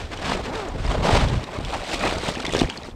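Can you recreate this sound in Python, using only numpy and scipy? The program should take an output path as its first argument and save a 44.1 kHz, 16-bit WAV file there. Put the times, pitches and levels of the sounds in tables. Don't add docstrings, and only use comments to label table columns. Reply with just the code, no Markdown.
import sys
import numpy as np
from scipy import signal
from scipy.fft import rfft, irfft, next_fast_len
from scipy.io import wavfile
from scipy.ndimage import uniform_filter1d, map_coordinates

SR = 44100
rng = np.random.default_rng(int(sys.argv[2]) if len(sys.argv) > 2 else 0)


def generate_wav(signal):
    frames = np.transpose(np.atleast_2d(signal))
    scaled = np.clip(frames, -1, 1) * 32767
    pcm = np.round(scaled).astype(np.int16)
    wavfile.write(sys.argv[1], SR, pcm)


N = 130095

# start_s, body_level_db, treble_level_db
BAG_RUBS = [(0, -37.5, -35.5), (.10, -50.5, -49.5), (.128, -34, -37), (.15, -42, -44), (.215, -34.5, -39.5),
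            (.228, -30.5, -34), (.335, -26, -29.5), (.365, -28.5, -36.5), (.41, -33.5, -40),
            (.47, -37.5, -38.5), (.522, -37.5, -45), (.555, -33, -36), (.65, -39, -43), (.745, -38, -48),
            (.835, -36.5, -39), (.865, -31.5, -38), (.91, -30, -34), (.99, -33, -42.5), (1.03, -27, -38.5),
            (1.055, -21, -29), (1.115, -22.5, -29), (1.166, -21, -25.5), (1.27, -32.5, -37),
            (1.38, -32, -38.5), (1.48, -42.5, -47)]
# frequency_hz, density_db
BAG_BODY_SPECTRUM = [(60, -26.5), (160, 0), (320, -2), (600, -0.5), (900, -3.5), (1300, -9.5), (1900, -38),
                     (4000, -60)]
BAG_TREBLE_SPECTRUM = [(700, -4), (1500, 3.5), (2300, 1.5), (3600, -0.5), (5000, -6), (6500, -12),
                       (8300, -13.5), (10000, -25.5), (11200, -33), (13200, -31), (15500, -72)]

# start_s, teeth_rate_hz, level_db
ZIP_RUN = [(.45, 195, -39), (.5, 259, -34), (.53, 330, -32), (.558, 462, -30.5), (.6, 422, -32),
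           (.65, 372, -32), (.68, 287, -33.5), (.705, 248, -40)]
# frequency_hz, density_db
ZIP_SPECTRUM = [(150, 2), (430, 6.5), (800, 3), (1300, -4), (2300, -12), (4000, -45)]
ZIP_JITTER_PERIODS, ZIP_SCATTER_DB = .036, 2.5

# start_s, body_level_db, treble_level_db
ICE_DIGS = [(1.47, -48, -54), (1.52, -35.5, -44), (1.68, -40, -42.5), (1.745, -31.5, -37.5),
            (1.80, -39, -42.5), (1.88, -38.5, -37.5), (1.94, -29, -31), (1.975, -38.5, -37),
            (2.045, -23.5, -31), (2.12, -32.5, -33), (2.15, -34, -37.5), (2.24, -36.5, -37.5),
            (2.285, -28.5, -30), (2.335, -36.5, -39), (2.42, -38, -38), (2.46, -31.5, -41.5),
            (2.515, -41.5, -39), (2.55, -34.5, -31), (2.63, -30, -32.5), (2.67, -39, -41), (2.75, -41, -43),
            (2.82, -45, -50), (2.88, -45.5, -43.5), (2.93, -63, -57)]
# frequency_hz, density_db
ICE_BODY_SPECTRUM = [(60, -61), (170, 4.5), (350, -11.5), (600, 5), (1150, 0.5), (1700, -6), (2500, -4.5),
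                     (5000, -68)]
ICE_TREBLE_SPECTRUM = [(700, -14), (1500, -11), (2200, 2.5), (3700, 5), (5000, -1), (6500, -6),
                       (8300, -5.5), (10000, -17), (11200, -26), (13200, -23), (15500, -35)]
LOOSE_SHARE = [.5, .7]
LIFT_S, SPARSE_SHARE = 2.34, .3
CRACKLE_PER_S, CRACKLE_SPREAD_DB = 2200, 3
CHIP_CYCLES, CHIP_SPREAD_DB = 24, 4
# frequency_hz, gain_db
CHIP_DULLING = [(5000, -1), (8500, -5.5), (11000, -15.5), (15000, -26)]

# start_s, level_db, ring_hz
ICE_CLICKS = [(0.118, -26, 1700), (0.174, -25, 3070), (.317, -18, 1230), (.556, -26, 3850),
              (0.685, -30, 6900), (0.864, -27, 5000), (1.2853, -24, 3700), (1.44, -24, 3830),
              (1.6485, -20.5, 3430), (1.9142, -23, 2950), (1.9431, -20, 3720), (1.993, -24, 4400),
              (2.075, -18, 2400), (2.183, -23, 4900), (2.265, -20, 2500), (2.352, -21.5, 2980),
              (2.402, -25, 4200), (2.4495, -16, 2100), (2.453, -17.5, 3040), (2.465, -14.5, 3580),
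              (2.4925, -20, 1950), (2.5043, -26, 3230), (2.525, -20, 7000), (2.536, -17, 3440),
              (2.549, -16, 1600), (2.5665, -21, 5500), (2.591, -14, 3700), (2.5975, -15.5, 3600),
              (2.6125, -16, 3000), (2.699, -15.5, 3090), (2.7738, -22, 4300), (2.8326, -31, 3900)]
CLICK_Q, CLICK_T60_S, CLICK_DB = 8, .026, -7
CRACK_Q, CRACK_T60_S, CRACK_DB = 1.3, .011, -2
ATTACK_S = .00015

# start_s, level_db, pitch_hz
BAG_THUDS = [(0.118, -27.5, 500), (.32, -12, 780), (.85, -22, 700), (1.107, -12, 500), (1.489, -25, 720),
             (1.587, -20, 296), (1.604, -22, 520), (1.834, -26, 560), (2.057, -14, 550), (2.124, -17, 418),
             (2.166, -17.5, 310), (2.234, -16.5, 460), (2.285, -19, 206), (2.371, -20, 294),
             (2.443, -21, 385), (2.481, -18, 305), (2.535, -14, 470), (2.5487, -7.5, 430),
             (2.561, -14.5, 400), (2.583, -17, 500), (2.6158, -4.5, 285), (2.635, -13.5, 300),
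             (2.688, -23, 352), (2.785, -29, 250), (2.886, -25, 373)]
THUD_PEAK_CYCLES, THUD_DB = .61, 2
SMACK_RATIO, SMACK_DB = 2.0, -6.5
HOLLOW_HZ, HOLLOW_PEAK_CYCLES, HOLLOW_DB = 188, 1, -20
SLAP_DB, SLAP_T60_S = -22, .03

# start_s, level_db
WIND_GUSTS = [(0, -36), (.33, -33), (.65, -38.5), (.78, -28.5), (.89, -28.5), (.98, -24.5), (1.06, -28.5),
              (1.14, -20.5), (1.38, -23.5), (1.47, -42), (1.55, -36), (1.61, -24), (1.72, -32.5),
              (1.83, -42), (2.05, -28.5), (2.36, -38), (2.65, -30), (2.71, -39), (2.95, -44)]
# frequency_hz, density_db
RUMBLE_SPECTRUM = [(8, -44), (28, 1.5), (48, 0), (80, -4.5), (125, -6.5), (200, -14), (400, -28),
                   (1500, -84.5)]
# start_s, level_db, pitch_hz
AIR_PUFFS = [(0.037, -25.5, 68.5), (.328, -37, 74), (0.68, -26, 45.4), (0.747, -23, 126.7),
             (0.796, -21, 97), (0.877, -16, 48), (1.129, -11.5, 101), (1.367, -17.5, 109),
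             (1.581, -26, 72.5), (1.689, -27, 57.5)]
PUFF_PEAK_CYCLES = .75

# frequency_hz, density_db
SEA_SPECTRUM = [(40, -23), (150, -5), (400, 5), (1200, -9), (3000, -23.5), (6500, -28.5), (10000, -35),
                (15500, -41)]
SEA_DB, BUBBLE_DB, BUBBLE_SPREAD_DB = -46, -49, 4
HULL_HZ, HULL_Q, HULL_DB, HULL_SWAY_DB = 250, 4, -49, 2.5

BAG_T60_S, BAG_TAIL_DB = .07, -13
# frequency_hz, side_over_mid_db
STEREO_SIDE = [(100, -97), (5000, -54.5), (9000, -40), (11500, -11), (15000, 4)]
TOP_HZ = 15600


def bag():
    body_db, treble_db = curves(BAG_RUBS)
    jerks = amp(1.93 * wobble(110))
    body = colour(grains(5000, spread_db=4.0) * jerks, BAG_BODY_SPECTRUM)
    treble = colour(grains(7000, spread_db=2.0) * jerks, BAG_TREBLE_SPECTRUM)
    body = patchy(body, depth_db=2.4) * amp(body_db + 1.0)
    treble = patchy(treble, depth_db=1.0) * amp(treble_db + 2.0)
    return during(BAG_RUBS) * (body + treble)


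def zipper():
    rate, db = curves(ZIP_RUN)
    teeth_passed = np.floor(np.cumsum(rate) / SR)
    at = np.flatnonzero(np.diff(teeth_passed))
    chance = rng.standard_normal((N // 20, 2))[:len(at)]
    jitter = chance[:, 0] * ZIP_JITTER_PERIODS * SR / rate[at]
    when = np.clip(at + jitter, 0, N - 1).astype(int)
    size = amp(ZIP_SCATTER_DB * chance[:, 1]) / np.sqrt(rate[at])
    ticks = np.bincount(when, size, N)
    return unit(colour(ticks - ticks.mean(), ZIP_SPECTRUM)) * amp(db) * during(ZIP_RUN)


def digging():
    body_db, treble_db = curves(ICE_DIGS)
    clumps = amp(1.67 * wobble(90))
    loose = np.interp(np.arange(N) / SR, [LIFT_S - .05, LIFT_S + .05], LOOSE_SHARE)
    body = colour(grains(1500, spread_db=4.5) * clumps, ICE_BODY_SPECTRUM)
    treble = colour(grains(CRACKLE_PER_S, CRACKLE_SPREAD_DB) * clumps, ICE_TREBLE_SPECTRUM)
    body, treble = patchy(body, depth_db=3.0), patchy(treble, depth_db=1.5)
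    knocks = chips(centre_hz=637, spread=0.514, spread_db=0.5, cycles=21.0, count=1100)
    chinks = chips(centre_hz=2964, spread=0.43, spread_db=CHIP_SPREAD_DB, cycles=CHIP_CYCLES, count=2400)
    chinks = colour(chinks, CHIP_DULLING)
    crunch = body * amp(body_db + 4.2) + treble * amp(treble_db + 2.56)
    pieces = knocks * amp(body_db + 1.0) + chinks * amp(treble_db + 1.1)
    return during(ICE_DIGS) * (np.sqrt(1 - loose) * crunch + np.sqrt(loose) * pieces)


def chips(centre_hz, spread, spread_db, cycles, count):
    out, t = np.zeros(N), np.arange(SR // 25) / SR
    chance = rng.random((count, 2))
    variety = np.clip(rng.standard_normal((count, 2)), -1.9, 1.9)
    for (when, keep), (a, b) in zip(chance, variety):
        s, hz = when * N / SR, centre_hz * np.exp(spread * a)
        share = SPARSE_SHARE if s > LIFT_S else 1
        if keep < share:
            envelope = amp(-60 * hz * t / cycles) * (1 - np.exp(-2 * hz * t))
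            ring = np.sin(2 * np.pi * hz * t) * envelope
            add(out, s, amp(spread_db * b) * ring / np.sqrt(share))
    return unit(out)


def clicks():
    out = np.zeros(N)
    for s, db, hz in ICE_CLICKS:
        add(out, s, amp(db + CLICK_DB) * chink(hz, CLICK_Q, CLICK_T60_S, order=2))
        add(out, s, amp(db + CRACK_DB) * chink(hz, CRACK_Q, CRACK_T60_S, order=1))
    return colour(out, CHIP_DULLING)


def chink(hz, q, t60, order):
    t = np.arange(SR // 25) / SR
    b, a = signal.iirpeak(min(hz, SR / 5), max(q, 1), SR)
    fade = amp(-60 * t / t60) * (1 - np.exp(-t / ATTACK_S))
    ring = signal.sosfilt([[*b, *a]] * order, rng.standard_normal(len(t)) * fade)
    return unit(ring) * np.sqrt(np.mean(fade ** 2))


def thuds():
    out, t = np.zeros(N), np.arange(SR // 6) / SR
    slap = noise(ICE_BODY_SPECTRUM)
    slap_fade = amp(SLAP_DB - 60 * t / SLAP_T60_S) * (1 - np.exp(-t / ATTACK_S))
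    hollow = amp(HOLLOW_DB) * swing(HOLLOW_HZ, HOLLOW_PEAK_CYCLES)
    for s, db, hz in BAG_THUDS:
        loose = np.roll(slap, rng.integers(N))[:len(t)] * slap_fade
        boom = hollow * min(2 * HOLLOW_HZ / hz, 1)
        smack = amp(SMACK_DB) * swing(SMACK_RATIO * hz, THUD_PEAK_CYCLES)
        blow = swing(hz, THUD_PEAK_CYCLES) + smack
        add(out, s, amp(db + THUD_DB) * (blow + boom + loose))
    return out


def swing(hz, peak_cycles):
    cycles = hz * np.arange(SR // 6) / SR
    u = cycles / peak_cycles
    return np.sin(2 * np.pi * cycles) * (u * np.exp(1 - u)) ** 2


def wind():
    db, = curves(WIND_GUSTS)
    out = amp(db) * unit(noise(RUMBLE_SPECTRUM) * amp(2.8 * wobble(28.29)))
    for s, level_db, hz in AIR_PUFFS:
        add(out, s, amp(level_db) * swing(hz, PUFF_PEAK_CYCLES))
    return out


def water(count=90, centre_hz=650, cycles=22, rise=0.34):
    bubbles, t = np.zeros(N), np.arange(SR // 10) / SR
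    starts = rng.random(count) * N / SR
    for s, (a, b) in zip(starts, rng.standard_normal((count, 2))):
        u = t * centre_hz * np.exp(0.364 * a) / cycles
        tone = np.sin(2 * np.pi * cycles * u * (1 + rise * u))
        add(bubbles, s, amp(BUBBLE_SPREAD_DB * b - 60 * u) * tone)
    wash = amp(SEA_DB + 0.33 * wobble(5.2)) * noise(SEA_SPECTRUM)
    return wash + amp(BUBBLE_DB) * unit(bubbles)


def hull():
    b, a = signal.iirpeak(HULL_HZ, HULL_Q, SR)
    hum = unit(signal.sosfilt([[*b, *a]] * 2, rng.standard_normal(N)))
    return hum * amp(HULL_DB + HULL_SWAY_DB * wobble(8.85))


def amp(db):
    return 10 ** (np.asarray(db) / 20)


def unit(x):
    return x / np.sqrt(np.mean(x ** 2) + 1e-20)


def curves(rows):
    s, *cols = np.transpose(rows)
    return [np.interp(np.arange(N) / SR, s, c) for c in cols]


def during(rows, fade_s=0.014):
    t = np.arange(N) / SR
    inside_s = np.minimum(t - rows[0][0], rows[-1][0] - t)
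    return np.clip(1 + inside_s / fade_s, 0, 1)


def wobble(rate):
    return map_coordinates(rng.standard_normal(4096), [np.arange(N) * rate / SR], mode="wrap")


def colour(x, points):
    m = 2 ** 18
    f, db = np.transpose(points)
    log_hz = np.log(np.fft.rfftfreq(m, 1 / SR) + 1)
    cepstrum = irfft(np.log(amp(np.interp(log_hz, np.log(f), db))))
    cepstrum[1:m // 2] *= 2
    cepstrum[m // 2 + 1:] = 0
    return irfft(rfft(x, m) * np.exp(rfft(cepstrum)))[:N]


def noise(points):
    return unit(colour(rng.standard_normal(N), points))


def add(track, s, sound):
    part = track[max(round(s * SR), 0):][:len(sound)]
    part += sound[:len(part)]


def grains(rate, spread_db):
    hit = rng.random(N) < rate / SR
    sign = rng.choice([-1, 1], N)
    size = amp(spread_db * np.minimum(rng.exponential(size=N), 3))
    return unit(hit * sign * size)


def patchy(x, depth_db):
    z = signal.stft(x, nperseg=512)[2]
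    field = uniform_filter1d(rng.standard_normal(z.shape), size=3, axis=0)
    field = uniform_filter1d(field, size=4, axis=1)
    return unit(signal.istft(z * amp(depth_db * unit(field)), nperseg=512)[1][:N])


def scene():
    t = np.arange(SR // 6) / SR
    tail = rng.standard_normal(len(t)) * amp(-60 * t / BAG_T60_S)
    hits = clicks() + thuds()
    answer = amp(BAG_TAIL_DB) * signal.fftconvolve(hits, tail / np.linalg.norm(tail))[:N]
    mid = bag() + zipper() + digging() + hits + answer + wind() + water() + hull()
    return np.array([mid, mid])


def record(dry):
    side = colour(dry[0] * unit(wobble(400)), STEREO_SIDE)
    m = next_fast_len(N + SR // 2)
    passband = np.fft.rfftfreq(m, 1 / SR) < TOP_HZ
    return irfft(rfft(dry + np.array([side, -side]), m) * passband, m)[:, :N]


dry = scene()
out = record(dry)
generate_wav(out)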